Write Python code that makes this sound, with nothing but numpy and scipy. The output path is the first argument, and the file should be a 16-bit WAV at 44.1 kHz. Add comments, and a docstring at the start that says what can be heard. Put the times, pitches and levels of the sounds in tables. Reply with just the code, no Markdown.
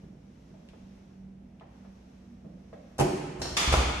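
"""Soft footsteps and ticking boards sound in a bare apartment over a low ventilation drone.
Then, out of sight, what is probably a door swings shut: its panel knocks, its latch scrapes
and snaps, and the leaf settles with a boom. Each impact is a brief force, filtered by the struck
body; the door's modes ring on. Hard walls and floor reverberate for over a second after every blow."""
import sys
import numpy as np
from scipy import signal
from scipy.fft import rfft, irfft
from scipy.io import wavfile
from scipy.ndimage import uniform_filter1d

SR = 44100
rng = np.random.default_rng(int(sys.argv[2]) if len(sys.argv) > 2 else 0)


def dump_mix(stems):
    """Bounce the given channels to the path in sys.argv[1] as a 16-bit WAV at rate SR."""
    frames = np.atleast_2d(stems).T  # one column per channel
    limited = np.clip(frames, -1, 1)  # hard clip at full scale
    pcm = np.round(limited * 32767).astype(np.int16)
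    wavfile.write(sys.argv[1], SR, pcm)


N = 176400
SIDES = np.array([[1], [-1]])  # left, right

# knocks on the panel; slams on the frame (time [s], level [dB], contact [s], tilt [dB/octave])
PANEL_KNOCKS = [(2.982, -15.5, 0.018, 4.5), (2.997, 0, 0.01, 1.67), (3.010, 1, 0.0023, .5),
                (3.396, -16, 0.033, 1)]
FRAME_SLAMS = [(3.725, -3.5, 0.021, 3), (3.738, -1.5, 0.0076, -2)]
# their spectra (frequency [Hz], level [dB])
KNOCK_SPECTRUM = [(40, -6), (90, -13.5), (140, 5), (255, -6), (355, 6.5), (510, -9.5), (820, -4.5),
                  (1000, -12.5), (1800, -24.5), (2800, -24), (4200, -40), (6500, -31), (12000, -39.5)]
SLAM_SPECTRUM = [(60, -12), (300, -8.5), (520, -2), (820, 0), (1300, -4.5), (1900, -14), (12000, -37)]
# pushes on the whole leaf (time [s], level [dB])
LEAF_PUSHES = [(3.390, -18), (3.520, -15.5), (3.676, 0), (3.719, 3.5), (3.773, -2)]
# modes of panel and leaf (frequency [Hz], level [dB], T60 [s])
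PANEL_MODES = [(128.3, -5.5, 0.6), (140.7, 4.5, 0.52), (206, 2, 0.39), (348, -7, 1.1), (366, -3.5, 1.45),
               (553, -12, 0.4), (593, -1.5, 0.55), (683, 0, 0.59), (831, 1, 0.37), (920, -25, 0.52)]
LEAF_MODES = [(60, 6, 0.78), (70.7, 0, .68), (122.2, -2.5, 0.55)]
def door():
    """Impact excitation: the panel knocks and rings, then the leaf hits the frame and booms."""
    knock = amp(5.5) * room(blows(PANEL_KNOCKS, KNOCK_SPECTRUM), direct_db=-3, early_db=1.5)
    slam = amp(6.5) * room(blows(FRAME_SLAMS, SLAM_SPECTRUM), direct_db=-1.5, early_db=-4.5)
    panel = amp(-34.5) * ringing(PANEL_KNOCKS, PANEL_MODES)
    boom = amp(-28.5) * ringing(LEAF_PUSHES, LEAF_MODES)
    return knock + slam + panel + boom


# latch snaps; slides of the bolt (time [s], level [dB], contact [s], tilt [dB/octave])
LATCH_SNAPS = [(3.568, 1, .004, 2.3), (3.586, -17.5, 0.0014, 4.5), (3.613, -6, 0.0026, -1),
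               (3.665, -6, 0.038, -2), (3.720, -5.5, 0.016, 2.5), (3.770, -6, 0.037, -4)]
BOLT_SLIDES = [(2.990, 3.5, 0.0032, -5), (3.417, 0.5, 0.0032, -1.5), (3.452, -4.5, 0.006, -4)]
# their spectra (frequency [Hz], level [dB])
SNAP_SPECTRUM = [(120, -5), (350, -1), (490, -4.5), (760, 0), (1150, -5.5), (1700, -7), (3380, -7),
                 (4500, -9), (6150, -8.5), (8000, -19), (12000, -25.5)]
SLIDE_SPECTRUM = [(600, 1.5), (2300, -8.5), (6000, -3.5), (12000, -17.5)]
# their resonances (frequency [Hz], bandwidth [Hz], gain [dB])
SNAP_PEAKS = [(1224, 240, 7.5), (2405, 290, 7), (3460, 460, 8)]
SLIDE_PEAKS = [(4250, 400, 5.5), (5350, 490, 8.5)]
# modes of the latch metal (frequency [Hz], level [dB], T60 [s])
METAL_MODES = [(1170, -1, 1.8), (1251, 0, 1.8), (1378, -4, 1.4), (1410, -4, 1.4), (2182, 0, 1.2),
               (2353, -2, 1.4), (3300, -4, 1.6), (3391, 2, 1.4), (3607, -3, 1.2), (6029, -6, 1.)]
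def latch():
    """Friction and impact: the bolt slides over its plate and snaps; lightly damped metal rings on."""
    snaps = blows(LATCH_SNAPS, SNAP_SPECTRUM, SNAP_PEAKS, ripple_db=2.5)
    snaps = amp(8.5) * room(snaps, direct_db=-13, early_db=-7.5)
    slides = blows(BOLT_SLIDES, SLIDE_SPECTRUM, SLIDE_PEAKS, ripple_db=2.5)
    slides = amp(-1) * room(slides, direct_db=-11, early_db=-6)
    return snaps + slides + amp(-42.5) * ringing(LATCH_SNAPS, METAL_MODES)


# footfalls; board ticks (time [s], level [dB], contact [s], centre [Hz], roll-off [dB/octave])
FOOTFALLS = [(.03, 2.5, 0.0092, 154, 13.5), (.505, -5, 0.0058, 176, 15), (0.538, -10.5, 0.0039, 617, 28),
             (0.733, -10, 0.0028, 520, 13), (1.61, -4.5, 0.0046, 640, 13.5), (1.848, -12, 0.005, 566, 11),
             (2.444, 3.5, 0.0087, 169, 15), (2.447, -8, 0.011, 524, 21), (2.728, -1.5, 0.0042, 574, 12.5),
             (2.731, -1.5, 0.0033, 172, 8)]
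BOARD_TICKS = [(0.687, -17, 0.0069, 2660, 12.5), (1.598, -21.5, 0.00098, 2600, 19)]
def steps():
    """Compliant contact: soft soles give little treble, while nearby boards tick crisply."""
    soles = signal.sosfilt(signal.butter(2, 4930, fs=SR, output="sos"), taps(FOOTFALLS))
    soles = room(soles, direct_db=-13, early_db=1)
    boards = room(taps(BOARD_TICKS), direct_db=-0.5, early_db=0.5)
    return amp(-18) * (soles + boards)


def taps(rows):
    """Band-pass response: each light contact has one broad spectral peak."""
    out = 0
    for start, db, length, centre, slope in rows:
        spectrum = [(centre * 2. ** octave, -abs(octave) * slope) for octave in (-5, 0, 5)]
        out = out + blows([(start, db, length, 0)], spectrum)
    return out


def blows(rows, spectrum, peaks=(), ripple_db=0, size=8192):
    """Source and filter: the struck body's resonances colour every contact force."""
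    out, hz = np.zeros(N + size), bins(size)
    ripple = unit(uniform_filter1d(rng.standard_normal(len(hz)), size=24))  # lesser resonances
    body_db = along(spectrum, hz) + resonances(peaks, hz) + ripple_db * ripple * np.minimum(hz / 3000, 1)
    octaves = np.log2(np.maximum(hz, spectrum[0][0]))
    for start, db, length, tilt in rows:
        blow = irfft(contact(length, size) * minimum_phase(body_db + tilt * octaves))
        i = int(start * SR)
        out[i:i + size] += amp(db) * unit(blow) / np.sqrt(size)
    return out[:N]


def contact(length, size):
    """Rough contact: a decaying crowd of tiny impacts has a nearly flat spectrum."""
    fade = np.exp(-np.arange(size) / SR / max(length, 1 / SR))
    force = rng.standard_normal(size) * fade
    for _ in range(2):
        whitened = irfft(np.exp(1j * np.angle(rfft(force))))
        force = whitened * np.sqrt(fade)
    return rfft(force)


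def ringing(rows, modes):
    """Free vibration: each blow starts damped modes; higher ones reach the two sides out of phase."""
    out, t = np.zeros((2, 2 * N)), np.arange(N) / SR
    ring = 0
    for hz, db, t60 in modes:
        phase_gap = np.arccos(np.clip(along(COHERENCE, hz), -1, 1))
        wave = np.sin(2 * np.pi * hz * t + SIDES * phase_gap / 2) * decay(t, t60)
        ring = ring + amp(db) * balance(hz) * wave
    for start, db, *_ in rows:
        i = int(start * SR)
        out[:, i:i + N] += amp(db) * ring
    return out[:, :N]


# reverberation time (frequency [Hz], T60 [s])
REVERB_TIMES = [(60, 1.08), (250, 1.34), (700, 1.17), (2400, 1.76), (5500, 1.15), (8500, 1.05),
                (12000, 0.63)]
def room(x, direct_db, early_db, early_s=0.019, left_lag_s=.00012):
    """Reverberation: direct sound, early reflections and a diffuse tail decaying band by band."""
    t, hz = np.arange(N) / SR, bins(N)
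    field, tail = rfft(diffuse()), 0
    for centre, t60 in REVERB_TIMES:
        band = along([(f, f == centre) for f, _ in REVERB_TIMES], hz)
        tail = tail + irfft(field * band, N) * decay(t, t60)
    early = amp(early_db) * unit(diffuse() * np.exp(-t / early_s))
    response = (unit(tail) + early) / np.sqrt(N)
    response[[0, 1], [int(left_lag_s * SR), 0]] += amp(direct_db)
    return signal.fftconvolve(x[None], response, axes=1)[:, :N]


# spectra of rumble and hiss (frequency [Hz], level [dB])
RUMBLE_SPECTRUM = [(25, -9), (55, -4), (135, -8), (230, -3.5), (400, -16.5), (700, -19), (1100, -33),
                   (2400, -36), (5600, -51.5), (12000, -55.5)]
HISS_SPECTRUM = [(400, 11.5), (1500, 1.5), (2500, -1), (4700, -5.5), (5800, -1.5), (7500, -12),
                 (10300, -20.5), (12000, -15)]
# low room resonances (frequency [Hz], bandwidth [Hz], gain [dB])
ROOM_PEAKS = [(150.7, 21, 4.5), (237, 7.6, 7.5)]
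# envelopes of hiss and drone (time [s], level [dB])
HISS_LEVELS = [(0, 2), (.17, -3.5), (.35, 0), (.95, 2), (1.15, -1.5), (1.33, -8), (1.66, -5), (1.76, 1),
               (2.2, 1), (2.44, -3), (2.9, 2.5)]
DRONE_LEVELS = [(0, 3), (.4, -6), (.7, -3), (.92, 4), (1.09, -2.5), (1.23, 7), (1.4, 2), (1.7, -9),
                (1.88, 6), (1.98, -2), (2.5, 0), (2.9, -4.5)]
def background(drone_hz=191.7, waver_hz=1.2, mains_hz=60):
    """Forced resonance: ventilation rumbles in the room's low modes and drones.
    The mains hum, and a separate faint hiss swells and fades."""
    t, hz = np.arange(N) / SR, bins(N)
    rumble = amp(-53.5) * diffuse(along(RUMBLE_SPECTRUM, hz) + resonances(ROOM_PEAKS, hz))
    hiss = amp(-64.5) * swell(HISS_LEVELS) * diffuse(along(HISS_SPECTRUM, hz))
    waver = unit(uniform_filter1d(rng.standard_normal(N), size=SR // 10))
    tone = unit(np.sin(2 * np.pi * np.cumsum(drone_hz + waver_hz * waver) / SR))
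    drone = amp(-54.5) * swell(DRONE_LEVELS) * balance(drone_hz) * tone
    hum = amp(-61.5) * unit(np.sin(2 * np.pi * mains_hz * t))
    return rumble + hiss + drone + hum


# likeness of left and right (frequency [Hz], correlation before clipping [1])
COHERENCE = [(190, 1.3), (380, 0.76), (650, -0.12), (1100, 0.08), (2200, 0.24), (4500, -0.01), (8000, 0.29)]
def diffuse(db=0):
    """Diffuse field: noise at two close points is alike in the bass, nearly unrelated higher up."""
    hz = bins(N)
    correlation = np.clip(along(COHERENCE, hz), -.9, .999)
    mid, side = rfft(rng.standard_normal((2, N)))
    pair = mid * np.sqrt(1 + correlation) + SIDES * side * np.sqrt(1 - correlation)
    return unit(irfft(pair * balance(hz) * amp(db), N))


# stereo balance (frequency [Hz], left minus right [dB])
BALANCE = [(60, 0.5), (180, -2.73), (400, -2), (800, -2.5), (1600, 0.8), (8000, 0.5)]
def balance(hz):
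    """Level difference, split evenly into left and right gains."""
    return amp(SIDES * along(BALANCE, hz) / 2)


def minimum_phase(db):
    """Causality: folding the cepstrum gives the minimum-phase filter for these gains."""
    cepstrum = irfft(db * np.log(10) / 20)
    half = len(cepstrum) // 2
    cepstrum[1:half] *= 2
    cepstrum[half + 1:] = 0
    return np.exp(rfft(cepstrum))


def resonances(peaks, hz):
    """Lorentzian peaks, summed in dB."""
    return sum(db / (1 + (2 * (hz - centre) / width) ** 2) for centre, width, db in peaks)


def decay(t, t60):
    """Exponential damping: 60 dB in t60 seconds."""
    return np.exp(-np.log(1000) * t / t60)


def swell(curve):
    """Amplitude envelope of rms 1 from (time [s], level [dB])."""
    return unit(amp(np.interp(np.arange(N) / SR, *np.array(curve).T)))


def along(points, hz):
    """Interpolation on a log-frequency axis."""
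    freqs, values = np.array(sorted(points), float).T
    return np.interp(np.log(hz), np.log(freqs), values)


def bins(size):
    """Fourier frequencies, at least 1 Hz."""
    return np.maximum(np.fft.rfftfreq(size, 1 / SR), 1)


def amp(db):
    """Decibels to gain."""
    return 10 ** (np.asarray(db) / 20)


def unit(x):
    """Normalisation to rms 1."""
    return x / np.sqrt(np.mean(x ** 2))


def scene():
    """Superposition: all sources add in two channels."""
    return background() + door() + latch() + steps()


def record(dry):
    """Band limiting: the microphone passes 34 Hz to 12 kHz."""
    x = signal.sosfilt(signal.butter(2, 34, "high", fs=SR, output="sos"), dry)
    return signal.sosfilt(signal.ellip(10, .2, 80, 12000, fs=SR, output="sos"), x)


dry = scene()
out = record(dry)
dump_mix(out)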